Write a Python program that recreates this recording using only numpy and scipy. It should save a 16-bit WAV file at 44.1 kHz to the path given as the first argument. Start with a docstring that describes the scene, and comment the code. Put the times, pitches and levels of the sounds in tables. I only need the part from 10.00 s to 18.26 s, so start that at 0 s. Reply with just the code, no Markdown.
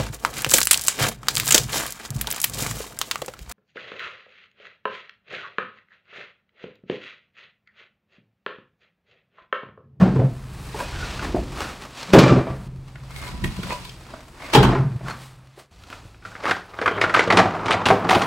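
"""Wooden shed: split logs are pulled off a stack and dropped into a plastic cart; the hollow tub booms.
Gloves and bark scrape between drops, then the loaded cart rolls off over bark chips, crunching and knocking.
Blows are decaying noise bursts plus woody rings that push the tub's modes; scrapes are coloured noise
with tiny slips; the low modes are narrow noise and tones swelled by jolts; sparse taps make the shed's tail."""
import sys
import numpy as np
from scipy import signal
from scipy.fft import rfft, irfft
from scipy.io import wavfile
from scipy.ndimage import uniform_filter1d

SR = 44100
rng = np.random.default_rng(int(sys.argv[2]) if len(sys.argv) > 2 else 0)


def put_to_file(sound):
    """Save the sound as 16-bit audio at rate SR, in the file named by the first command-line argument."""
    columns = np.atleast_2d(sound).T  # one column per channel
    safe = np.clip(columns, -1, 1)
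    whole_steps = np.round(safe * 32767)
    wavfile.write(sys.argv[1], SR, whole_steps.astype(np.int16))


N = 364266
ROLL_S = 5.71  # from here the microphone lies on the floor by the wheel

# logs landing and bouncing in the tub: [start_s, level_db, ring_hz, thump_db, crack_db, ring_db],
# the last three relative to level_db
DROPS = [(0.011, -12, 635, 1.5, -23, -8), (0.029, -20, 590, 11.5, -18, 0),
         (0.056, -15.5, 786, 3, -50, -4.5), (0.16, -21.5, 447, 12, -47, 2), (0.192, -22, 524, 15, -39, 1.5),
         (0.213, -30.5, 656, 3, -30, 8), (2.135, 4, 545, 0.5, -17, -5.5), (2.148, -3.5, 605, 4, -20, -3),
         (2.163, -2.5, 423, 5, -21, -3), (2.189, -4, 1170, -20, -9, -7.5), (2.223, -21, 1150, 12, -26, -9),
         (2.259, -5.5, 485, -13, -24, -7), (2.294, -17.5, 1260, 0.5, -18, 1.5),
         (2.323, -19, 665, 20.5, -29, 3.5), (2.359, -11.5, 577, -3, -34, -4.5),
         (2.389, -14.5, 570, -11, -35, -10), (2.468, -18.5, 645, -0.5, -40, -5.5),
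         (2.499, -25, 660, 4, -37, -1.5), (4.535, -5.5, 980, -22, -9.5, -10.5),
         (4.55, 3.5, 407, -3.5, -11.5, -10), (4.57, -7.5, 745, -9, -25, -9), (4.629, -5, 925, -4, -10, -6),
         (4.649, -14.5, 890, 6.5, -21, -10), (4.689, -16, 710, 8.5, -16, -1),
         (4.729, -19, 670, 7, -38, 0.5), (4.749, -11.5, 1030, -6, -41, -6.5)]
# dull part of a log blow: [freq_hz, gain_db]
BLOW_BODY = [(150, -40.5), (250, 3), (403, 5), (473, -6.5), (764, -5.5), (861, 1), (920, -5.5), (3480, -23),
             (6000, -43.5), (7800, -66.5), (13200, -120)]
# bright edge of a log blow: [freq_hz, gain_db]
BLOW_CRACK = [(1200, -35), (2200, 7), (3200, 6), (5000, -4), (8000, -8.5), (12000, -14), (15700, -14.5)]


def drops():
    """Logs hit the tub: hard strikes, long rings, full boom."""
    return blows(DROPS, BLOW_BODY, BLOW_CRACK, cycles=10.3, overtone_db=-12.0, strike=3.9, splinter=0.36,
                 tub_db=-8.5, damping=1.07, shed_db=-6.5, t60_1khz_s=0.089)


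# logs knocked while handled, and steps: columns as DROPS
# [start_s, level_db, ring_hz, thump_db, crack_db, ring_db]
TAPS = [(0.744, -18.5, 387, -15, -31, -2.5), (0.802, -20, 960, -32, -7, -1), (0.959, -28, 1570, -9, -24, 0),
        (1.028, -33, 1450, -27, -36, 3.5), (1.193, -23.5, 1470, -26, -24, 3),
        (1.227, -25, 1163, -2, -22, -8), (1.345, -18.5, 387, 7.5, -34, -8), (1.363, -23, 415, -4, -30, 1),
        (1.605, -20.5, 795, -20, -6, -2), (1.851, -33, 506, -21, -26, -3),
        (2.956, -33, 1600, -25, -27, 1.5), (3.162, -37.5, 2020, -17, 4, -3), (3.225, -37, 700, -12, 2, 3),
        (3.278, -36, 2120, -10, 6.5, -1.5), (3.441, -16.5, 1870, -1.5, -5, -1),
        (3.476, -36, 2400, -5, 8, 0), (3.59, -32, 525, 9.5, -26, -17), (3.633, -24.5, 1400, 0.5, 2.5, -1.5),
        (3.705, -20, 950, -14, -13, -1), (3.719, -20, 960, -40, -22, -3), (3.85, -36.5, 1020, -12, 9, 0),
        (3.894, -39.5, 3140, -34, 4, 7), (4.137, -24, 650, -8.5, -21, -1.5),
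        (4.433, -34, 650, -18.5, -13, -3.5), (5.008, -31, 636, -15, -19, -1),
        (5.083, -27, 1100, -14, -3, 3.5), (5.574, -37.5, 423, -19.5, -17, 3),
        (5.593, -47, 412, -29, -11, -6), (5.836, -41.5, 1350, -19, 4, -1),
        (5.901, -26.5, 1510, -7, -8.5, -8), (5.927, -25.5, 1320, -30, -32, 0),
        (6.144, -37, 1470, -19.5, -25.5, -5)]


def taps():
    """Knocks and steps: the same wood spectra, shorter rings, tub more damped."""
    return blows(TAPS, BLOW_BODY, BLOW_CRACK, cycles=9.1, overtone_db=-9.0, strike=3.7, splinter=0.74,
                 tub_db=-3.3, damping=2.2, shed_db=-10.0, t60_1khz_s=0.036)


# bark chips cracking under the wheels and the load jolting: columns as DROPS
# [start_s, level_db, ring_hz, thump_db, crack_db, ring_db]
CRUNCH = [(6.224, -38, 1490, -7, -22, -1), (6.251, -23, 1380, -25, -18, -4),
          (6.318, -33.5, 1440, -26, -20, -3), (6.352, -23.5, 1440, -32, -44, -10),
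          (6.402, -31.5, 560, -2, -18, -12), (6.437, -15.5, 462, -27, -16, -7),
          (6.454, -13, 1200, -20, -18, -16), (6.464, -19, 1235, -24, -28, 5),
          (6.479, -10.5, 1520, -19, -25, -4.5), (6.496, -14, 1060, -24, -25, -3),
          (6.51, -3.5, 1600, -34.5, -16, -4.5), (6.735, -30, 1200, -10, -24, -8),
          (6.788, -16.5, 1237, -7, -31, -7), (6.815, -8, 437, -27, -18.5, -10),
          (6.859, -4.5, 1290, -40, -36.5, -3), (6.877, -1, 1350, -37, -30, -10.5),
          (6.908, -26.5, 405, -8, -30, 4), (6.976, -11.5, 414, -17, -37, -8.5),
          (7.014, -2.5, 2090, -34, -15, -3.5), (7.039, -5.5, 1440, -18, -23, -4),
          (7.095, -15, 1370, -15.5, -16, -0.5), (7.141, -4.5, 1325, -55, -14, 0),
          (7.162, -2.5, 1400, -39, -22, -9), (7.17, -5.5, 1146, -27, -28, -2.5),
          (7.192, -5, 2100, -32, -19.5, -5), (7.206, -10, 1450, -28, -23, 2),
          (7.275, -14, 467, -1, -18, -2.5), (7.303, -3, 1900, -11, -44, -3),
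          (7.325, -6, 704, -21, -9.5, -4), (7.372, 3.5, 460, -23, -10.5, -14),
          (7.384, -1.5, 546, -30, -24, -7), (7.395, -1, 710, -32.5, -18, -4),
          (7.456, -13, 740, -17, -37, -0.5), (7.545, -21, 730, -20, -41, -2), (7.611, -27, 690, 2, -15, -2),
          (7.659, -16, 630, 0, -6.5, -11), (7.682, -8, 910, -11, -16, -9),
          (7.708, -6, 1290, -37, -10.5, -17), (7.725, -7.5, 1140, -23, -7, -14),
          (7.739, -7.5, 696, -21, -32, -7.5), (7.856, -10.5, 2740, -27.5, -38, -0.5),
          (7.861, -5.5, 890, -2, -7, -5), (7.886, -9.5, 1170, -25, -3.5, -6),
          (7.903, -3.5, 743, -11, -36, 0.5), (7.918, -14, 390, -24, -32, 3),
          (8.045, -17, 686, -20.5, -20, -3.5), (8.091, -4.5, 740, -29, -12.5, -6),
          (8.109, -2, 930, -32, -13, -5.5), (8.128, -6.5, 700, -30, -20, -3),
          (8.149, -9.5, 820, -5.5, -6, -0.5), (8.164, -11, 627, -29, -20, -3),
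          (8.219, -9, 1074, -43, -7.5, -7.5), (8.241, -20.5, 990, -3, -11, 0)]
# dull part of a crunch: [freq_hz, gain_db]
CRUNCH_BODY = [(180, -22), (300, -2), (605, -2), (704, -2), (999, -3.5), (1240, 1), (1780, -4),
               (2040, -3.5), (6000, -40), (7800, -64), (13200, -120)]
# bright edge of a cracking chip: [freq_hz, gain_db]
CHIP_CRACK = [(1200, -27), (2200, 3.5), (3500, -0.5), (6000, -18.5), (10000, -19.5), (12500, -46),
              (15700, -47)]


def crunches():
    """Chips crack and the load jolts: the most ragged bursts."""
    return blows(CRUNCH, CRUNCH_BODY, CHIP_CRACK, cycles=8.9, overtone_db=-20.0, strike=6.2, splinter=1.0,
                 tub_db=-7.0, damping=1.25, shed_db=-10.5, t60_1khz_s=0.067)


def blows(rows, dull, bright, cycles, overtone_db, strike, splinter, tub_db, damping, shed_db, t60_1khz_s):
    """Each blow: strike, ragged burst, bright crack, woody ring and a push into the tub; then the shed."""
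    body, edge, wood, push = np.zeros((4, N + 5000))
    t = np.arange(5000) / SR
    impulse = t == 0
    for start_s, level_db, hz, thump_db, crack_db, ring_db in rows:
        body_noise, edge_noise, ring_noise, tear_noise = rng.standard_normal((4, len(t)))
        t60_s = np.clip(t60_1khz_s * (1000 / hz) ** 0.24, .005, .14)  # higher pieces die sooner
        fall = amp(-60 * t / t60_s) * np.minimum(t / 0.00088, 1)
        tears = (tear_noise > 2.6) * abs(body_noise)  # fibres give way in jerks
        fall *= 1 + splinter * signal.lfilter([1], [1, -.985], tears)
        hit = strike * impulse
        ring = resonate(ring_noise * fall + hit, hz, hz / cycles)
        overtone = resonate(ring_noise * fall, hz * rng.uniform(1.23, 2.27), 3 * hz / cycles)
        ring = ring + amp(overtone_db) * overtone
        thump = 0.4 * ring_noise * fall ** 2 / np.linalg.norm(fall ** 2) - impulse

        first = round(start_s * SR)
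        span = slice(first, first + len(t))
        body[span] += amp(level_db) * (body_noise * fall + .5 * hit) / 4
        edge[span] += amp(level_db + crack_db) * (edge_noise * fall ** 1.38 + hit) / 2
        wood[span] += amp(level_db + ring_db) * peaked(resonate(ring, 1.21 * hz, 1.23 * hz))
        push[span] += amp(level_db + thump_db) * thump
    boom = signal.oaconvolve(push, tub(damping))[:N]
    hollow = band(wood[:N] + amp(tub_db) * boom, 64.0, 11000.0)
    dry = causal(body, dull) + causal(edge, bright) + hollow
    return dry + amp(shed_db) * shed(dry)


# tub modes: [freq_hz, gain_db, t60_s at damping 1]
TUB = [(54.3, -47.5, .25), (119, -34, 0.063), (129.9, -8.5, 0.24), (190.3, 1.5, 0.056), (250.4, 0, 0.09),
       (330, 0, 0.096), (412, -12, 0.17)]


def tub(damping):
    """Impulse response of the hollow tub: a sum of decaying modes."""
    t = np.arange(SR // 2) / SR
    modes = sum(amp(gain_db - 60 * damping * t / t60_s) * np.cos(2 * np.pi * hz * t)
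                for hz, gain_db, t60_s in TUB)
    return modes * np.minimum(t / 0.0024, 1)


# narrow resonances heard during timed spans: [start_s, end_s, freq_hz, width_hz, gain_db]
RESONANCES = [(0.774, 0.95, 967, 28, 9), (0.785, 0.898, 2490, 39, 9), (0.916, 1.103, 1456, 32, 13.5),
              (2.163, 2.54, 1172, 12, 7.5), (2.177, 2.56, 2364, 39, 5.5), (3.087, 3.303, 2143, 40, 12),
              (3.184, 3.906, 989, 13, 9), (3.653, 3.786, 566, 35, 14.5), (3.695, 3.75, 2490, 28, 14.5),
              (5.073, 5.115, 4300, 30, 13), (0.997, 1.298, 2600, 37, -9), (0.752, 0.86, 577, 56, 12),
              (1.344, 1.406, 626, 90, 15), (4.39, 4.513, 2170, 120, 7), (5.054, 5.158, 1400, 290, 1),
              (1.566, 1.73, 1420, 150, 0.5), (6.9, 6.98, 3160, 150, 16)]


def resonances(x):
    """Narrow resonances heard during timed spans, driven by the blows and scrapes."""
    out = np.zeros(N)
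    for start_s, end_s, hz, width_hz, gain_db in RESONANCES:
        a, b = round(start_s * SR), round(end_s * SR)
        drive = np.pad(x[a:b] * signal.windows.tukey(b - a, .2), (0, 8192))
        out[a:b + 8192] += amp(gain_db) * resonate(drive, hz, width_hz)
    return out


# gloves, bark, sliding logs, boots, tyres: [peak_s, rise_s, fall_s, grind_db, hiss_db, fizz_db];
# rise and fall span 20 dB
SCRAPES = [(0.018, 0.06, 0.15, -27.5, -47, -63), (.535, 0.018, 0.053, -76, -67, -55),
           (.62, 0.046, .3, -90, -69, -54), (.75, .01, .1, -44, -50, -52), (.81, 0.1, 0.094, -36, -43, -44),
           (1.09, 0.71, 0.41, -37.5, -38, -52), (1.24, 0.048, 0.11, -29, -38, -49),
           (1.36, .02, 0.17, -44.5, -54, -55), (1.62, 0.15, 0.22, -32, -36.5, -45.5),
           (1.83, 0.078, 0.089, -40.5, -46.5, -57), (2.0, 0.096, 0.22, -42.5, -37.5, -51.5),
           (2.133, 0.0076, .04, -25.5, -25, -42), (2.19, .01, 0.072, -29.5, -20.5, -44),
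           (2.29, 0.27, 0.15, -26.5, -33, -67), (2.5, 0.039, .2, -49, -56, -67),
           (2.89, .03, 0.087, -57, -60, -74), (3.18, 0.1, 0.15, -54.5, -52, -49),
           (3.278, 0.44, 0.32, -43, -47, -56), (3.25, 0.045, .12, -46, -53, -49),
           (3.443, 0.01, 0.057, -36.5, -41, -40), (3.52, .08, 0.12, -55, -49, -55),
           (3.72, 0.45, 0.24, -41.5, -41, -48.5), (3.862, 0.14, 0.25, -61, -47.5, -55),
           (4.144, 0.35, 0.31, -47, -51.5, -64), (4.45, 0.16, 0.64, -39.5, -46, -55),
           (4.546, 0.023, 0.033, -22.5, -25, -35), (4.634, .02, 0.065, -34, -45, -45),
           (4.72, 0.042, 0.1, -25, -40.5, -65), (5.088, 0.08, 0.17, -34.5, -43.5, -54),
           (5.23, 0.23, 0.16, -52.5, -49, -53), (5.597, .04, 0.052, -45.5, -51, -53),
           (5.82, 0.13, 0.23, -58, -58, -66), (5.93, 0.1, 0.22, -46, -49, -59),
           (6.06, 0.11, 0.26, -58, -61, -65), (6.28, 0.092, 0.34, -49.5, -51.5, -61.5),
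           (6.5, 0.11, 0.13, -27.5, -37.5, -50), (7.03, 0.041, .2, -28, -45, -62),
           (7.18, 0.055, 0.13, -25, -31, -62), (7.31, .02, 0.24, -19.5, -41, -67),
           (7.374, 0.032, 0.14, -19, -30.5, -52), (7.71, 0.048, 0.12, -24, -45, -71),
           (7.865, 0.0079, 0.15, -26, -35, -43), (8.105, 0.024, 0.24, -23, -31, -39)]
# loose wood and grit sliding on after a blow, rows grind, hiss, fizz:
# [fall_s over 20 dB, drop_db, crunch_db], levels relative to the blow
SLIDE = [(0.19, -23, -45), (0.038, -19, -14.5), (0.044, -40, -43)]
# slowly changing background noise, with a fade and sudden steps: [time_s, grind_db, hiss_db, fizz_db]
AIR = [(0, -62, -48, -67), (.7, -49, -76, -55), (.76, -52, -47, -59), (2.675, -53.5, -57.5, -61.5),
       (2.682, -61, -65.5, -71), (4.3, -65, -68, -62.5), (5.4, -57, -67.5, -71.5), (5.64, -65, -60, -75.5),
       (5.705, -76, -88, -85.5), (5.712, -62, -60.5, -71), (6.3, -73, -67, -83), (6.76, -43.5, -55.5, -64),
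       (6.9, -34, -52, -63), (8.26, -27, -49, -66)]
# wood on wood: [freq_hz, gain_db]
GRIND = [(150, -7.5), (250, 0.5), (441, -3.5), (538, -2), (994, -1), (1100, 0.5), (1420, -4), (1840, -7),
         (4000, -35), (5200, -38), (8800, -120)]
# tyres on chips: [freq_hz, gain_db]
ROLL = [(150, -14), (250, -7), (407, 2), (525, 2.5), (753, 5), (1270, 4.5), (2860, -19), (3140, -25),
        (4000, -39), (5200, -79), (8800, -120)]
# hiss of the slips: [freq_hz, gain_db]
HISS = [(1470, -14.5), (2500, -1.5), (3000, -4), (4460, -4), (6120, -10), (7790, -16), (9000, -29),
        (11700, -58), (19800, -120)]
# fine fizz: [freq_hz, gain_db]
FIZZ = [(4710, -20.5), (8000, 1.5), (8730, 2.5), (13900, -6), (15100, -10), (15700, -3.5)]
ROLL_GRIT_S = 6.4  # from here the rolling noise has its own grit
HISS_DB_PER_CRACK_DB = 0.78  # fizz follows too


def rub():
    """Slipping contact: noise with slips, coloured as dull grind, hiss and fizz; tyres get their own slips."""
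    peak_s, rise_s, fall_s, *scrape_db = np.transpose(SCRAPES)
    gains = []
    for k, (air_db, level_db, slide) in enumerate(zip(curves([AIR]), scrape_db, SLIDE)):
        slide_s, *under_db = slide
        power = amp(air_db) ** 2 + swells(peak_s, level_db, rise_s, fall_s)
        for rows, relative_db in zip((DROPS, CRUNCH), under_db):
            blow_s, blow_db, _, _, crack_db, _ = np.transpose(rows)
            slide_db = blow_db + relative_db + (k > 0) * HISS_DB_PER_CRACK_DB * crack_db
            power += swells(blow_s, slide_db, 0.004, slide_s)
        gains.append(np.sqrt(power))

    hands = gritty(per_s=300, spread_db=5.5, share=0.22)
    tyres = gritty(per_s=280, spread_db=3.0, share=0.41)
    on_floor = np.arange(N) > ROLL_S * SR
    tyres = np.where(np.arange(N) > ROLL_GRIT_S * SR, evened(tyres), evened(hands))
    grit = np.where(on_floor, tyres, hands)
    grind = np.where(on_floor, evened(colour(tyres, ROLL)), evened(colour(hands, GRIND)))
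    hiss = evened(colour(grit, HISS))
    fizz = evened(colour(hands, FIZZ))
    return gains[0] * grind + gains[1] * hiss + gains[2] * fizz


def gritty(per_s, spread_db, share):
    """White noise mixed with noise bursts from random slips of uneven size."""
    slips = amp(spread_db * np.minimum(rng.exponential(1, N), 5)) * (rng.random(N) < per_s / SR)
    bursts = signal.lfilter([1], [1, -np.exp(-1 / (0.0037 * SR))], slips)
    return rng.standard_normal(N) * (1 - share + share * evened(bursts))


# tub, stack or cart jolted: [peak_s, fall_s, boom_db, upper_boom_db, rumble_db, clatter_db];
# fall spans 20 dB, any fall below 0.01 s plays as 0.01 s
JOLTS = [(0.028, 0.047, -25, -7.5, -26, -24), (.075, 0.11, -22, -17.5, -26, -32),
         (.14, 0.12, -15, -27, -40, -27), (.2, 0.06, -14, -33, -41, -34),
         (.245, 0.0754, -13.5, -26, -42, -28), (.43, -0.1, -58, -41, -45, -53),
         (.97, 0.16, -55, -54, -25.5, -55), (1.16, 0.43, -40, -47, -35.5, -54),
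         (1.27, 0.4, -52, -42, -31, -34.5), (1.39, 0.12, -36, -36, -26, -32.5),
         (1.48, 0.18, -34.5, -52, -42, -58), (2.164, 0.1356, -12.5, -8.5, -42, -40),
         (2.236, 0.09, -14.5, -31, -46, -16), (2.322, 0.02, -14.5, -12.5, -21, -13.5),
         (2.378, 0.0534, -11.5, -35, -31, -17), (2.51, 0.08, -28, -32, -34, -39),
         (2.8, -0.1, -44, -50, -36, -61), (3.02, .3, -41, -71, -56, -64),
         (3.344, 0.2, -53, -37, -32.5, -48), (3.445, .1, -27, -25, -22.5, -48),
         (3.601, 0, -36, -27, -32, -51), (3.651, 0.14, -42, -32, -35, -56),
         (4.585, 0.1851, -11, -24, -20, -37), (4.635, .12, -15, -16, -18, -29),
         (4.73, -0.03, -24.5, -16, -24, -33), (4.8, 0.18, -14.5, -30, -36, -37),
         (4.87, -0.04, -33, -41, -38.5, -41.5), (4.962, -0.05, -21.5, -40, -44, -52),
         (5.05, 0.16, -29, -38.5, -38, -46), (6.06, -0.33, -37, -58, -49, -50),
         (6.27, 0.3, -49, -51, -53, -62), (6.5, .15, -43, -39, -46, -55), (6.88, 0, -31, -50, -58, -39),
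         (7.34, 0.12, -28, -33, -46, -20), (7.39, 0.1, -32, -17.5, -46, -29),
         (7.45, 0.07, -24, -27, -36, -23), (7.77, -2, -23, -31, -39.5, -34),
         (7.91, 0.1, -25, -23.5, -40, -20), (8.05, 0.6, -66, -33, -54, -27.5),
         (8.168, -0.25, -31, -25, -49, -17.5)]
# rise over 20 dB, one per low mode (boom, upper boom, rumble, clatter): [rise_s]
JOLT_RISE_S = [0.028, 0.045, 0.061, 0.051]
# low modes between blows: [time_s, boom_db, upper_boom_db, rumble_db, clatter_db]
LOW = [(0, -34, -48, -43, -59), (.9, -43, -47, -35, -48), (1.6, -51.5, -45, -38, -45),
       (2.0, -53, -63, -54.5, -58), (2.65, -35.5, -41, -37, -51), (2.9, -41.5, -57, -45, -56.5),
       (3.25, -44.5, -55, -38.5, -70), (3.85, -46, -49.5, -43, -58), (4.3, -55, -73, -48, -54),
       (5.2, -45.5, -62, -51, -56.5), (5.45, -47, -72, -55, -85), (5.706, -65.5, -79, -73.5, -90),
       (5.712, -67, -67, -50, -70.5), (5.9, -50.5, -58, -47.5, -59), (6.65, -61, -63, -56, -66),
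       (7.0, -38.5, -41, -49, -41), (7.6, -42, -40, -49, -36.5), (8.26, -38, -34, -55, -47)]
# power share ringing as a clean tone (boom, upper boom): [share]
CLEAR = [.5, .2]
BOOM_HZ, AXLE_HZ = 130.6, 105.2  # main low mode of the standing tub, of the rolling cart


def shake():
    """Random pushes keep the tub's two main modes, floor and side walls moving; each jolt swells them."""
    boom_hz = np.where(np.arange(N) > ROLL_S * SR, AXLE_HZ, BOOM_HZ)
    a, b, c, d = rng.standard_normal((4, N))
    boom = resonate(resonate(a, boom_hz, 12.6), boom_hz, 42.0)
    upper = resonate(resonate(d, 171.5, 34.0), 193.0, 88.0)
    rumble = resonate(resonate(b, 37.0, 59.0), 50., 72.0)
    clatter = resonate(resonate(c, 270.0, 330.0), 277.0, 280.0)

    wobble = 0.01204 * evened(uniform_filter1d(b, size=8000))
    tone_hz = [boom_hz * (1 + wobble), np.full(N, 184.)]
    turns = np.cumsum(tone_hz, axis=1) / SR
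    boom, upper = (np.sqrt(1 - k) * evened(x) + np.sqrt(2 * k) * np.sin(2 * np.pi * u)
                   for x, u, k in zip((boom, upper), turns, CLEAR))

    peak_s, fall_s, *jolt_db = np.transpose(JOLTS)
    out = np.zeros(N)
    for x, low_db, level_db, rise_s in zip((boom, upper, rumble, clatter), curves([LOW]), jolt_db, JOLT_RISE_S):
        power = amp(low_db) ** 2 + swells(peak_s, level_db, rise_s, fall_s)
        out += np.sqrt(power) * steadied(x, size=3000)
    return out


# shed decay: [freq_hz, t60_s]
SHED = [(100, 0.33), (500, 0.39), (2000, 0.3), (6000, 0.35), (14000, 0.11)]


def shed(x):
    """Reverberation: sparse taps of random sign, each band dying at its own speed."""
    echoes = np.zeros(SR)
    at = np.arange(300, SR - 20, 20)
    echoes[at + rng.integers(0, 20, len(at))] = rng.choice([-1., 1.], len(at))
    hz, t, z = signal.stft(echoes, SR, nperseg=256)
    tail = signal.istft(z * amp(-60 * t / read(SHED, hz)[:, None]), SR, nperseg=256)[1]
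    return signal.fftconvolve(x, tail / np.linalg.norm(tail))[:N]


# side over mid of the two microphone ports, before the width gain: [freq_hz, gain_db]
SIDE_DB = [(60, -11), (110, -20.5), (200, -17.5), (380, -23.5), (700, -19), (1290, -4.5), (2380, -5),
           (4400, -0.5), (8120, -13.5), (15000, 1)]
# spans where the stereo sound is wider: [start_s, end_s, width_db, bass_width_db]
WIDE = [(0.64, 0.742, -2, -11), (2.868, 3.15, -2, -7), (3.12, 3.9, 4, 9), (3.9, 4.502, -1, -6),
        (4.497, 4.717, 3.5, 0), (4.722, 5.062, -15, -22), (5.045, 5.704, -55.5, -16.5)]


def ports(mid):
    """Two close ports: their difference is the same sound with scattered phase."""
    z = signal.stft(mid, nperseg=512)[2]
    scattered = signal.istft(z * np.exp(2j * np.pi * rng.random(z.shape)), nperseg=512)[1][:N]
    side = colour(scattered, SIDE_DB)
    bass = signal.sosfiltfilt(signal.butter(4, 320., fs=SR, output="sos"), side)
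    t, width = np.arange(N) / SR, np.full((2, N), amp(-71.5))
    for start_s, end_s, *width_db in WIDE:
        width[:, (t > start_s) & (t < end_s)] = amp(width_db)[:, None]
    width = uniform_filter1d(width, size=400, axis=1)
    side = width[0] * (side - bass) + width[1] * bass
    return np.array([mid + side, mid - side])


def amp(db):
    """Decibels to gain."""
    return 10 ** (np.asarray(db) / 20)


def evened(x):
    """Scales to rms 1."""
    return x / np.sqrt(np.mean(x ** 2) + 1e-20)


def peaked(x):
    """Scales to peak 1."""
    return x / (abs(x).max() + 1e-12)


def read(points, hz):
    """Reads a table on a log-frequency axis."""
    f, value = np.transpose(points)
    return np.interp(np.log(hz + 1), np.log(f + 1), value)


def curves(tables):
    """Each column at every sample."""
    s, *columns = np.vstack(tables).T
    return [np.interp(np.arange(N) / SR, s, c) for c in columns]


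def swells(peak_s, level_db, rise_s, fall_s):
    """Summed power of many swells, each rising to its peak and falling straight in dB."""
    t = np.arange(0, N / SR, .001)
    late_s = t[:, None] - peak_s
    rise, fall = -late_s / np.maximum(rise_s, .002), late_s / np.maximum(fall_s, .01)
    swell_db = level_db - 20 * np.where(late_s < 0, rise, fall)
    return np.interp(np.arange(N) / SR, t, (amp(swell_db) ** 2).sum(1))


def colour(x, points):
    """Filters x by the gains of the points."""
    return irfft(rfft(x) * amp(read(points, np.fft.rfftfreq(len(x), 1 / SR))), len(x))


def causal(x, points):
    """Colours x with a minimum-phase response starting at each blow; energy 1."""
    gain_db = np.maximum(read(points, abs(np.fft.fftfreq(4096, 1 / SR))), -100)
    spectrum = np.exp(signal.hilbert(np.log(amp(gain_db))).conj())
    response = np.fft.ifft(spectrum).real[:2048]
    return signal.oaconvolve(x, response / np.linalg.norm(response))[:N]


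def resonate(x, hz, width_hz):
    """Resonator: shifts hz down to zero, smooths, and shifts back."""
    turn = np.exp(2j * np.pi * np.cumsum(hz * np.ones(len(x))) / SR)
    r = np.exp(-np.pi * width_hz / SR)
    return 2 * (turn * signal.lfilter([1 - r], [1, -r], x / turn + 1e-18)).real


def band(x, low_hz, high_hz):
    """Gentle band-pass."""
    return signal.sosfilt(signal.butter(2, [low_hz, high_hz], "band", fs=SR, output="sos"), x)


def steadied(x, size):
    """Takes out most of the slow chance swell of a narrow noise; rms 1."""
    return evened(x / np.sqrt(uniform_filter1d(x ** 2, size=size) + 0.19 * np.mean(x ** 2)))


def scene():
    """Sums all sources and spreads them over two close ports."""
    wood = drops() + taps() + rub()
    return ports(wood + resonances(wood) + crunches() + shake())


def record(dry):
    """The microphone loses the deepest bass, peaks overload the input; then the band limit."""
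    highpass = signal.butter(3, 33., "high", fs=SR, output="sos")
    clipped = np.clip(signal.sosfilt(highpass, dry), -.99, .99)
    edge_hz = 15860
    lowpass = signal.firwin(511, edge_hz, window=("kaiser", 9), fs=SR)
    return signal.oaconvolve(clipped, lowpass[None], "same")


dry = scene()
out = record(dry)
put_to_file(out)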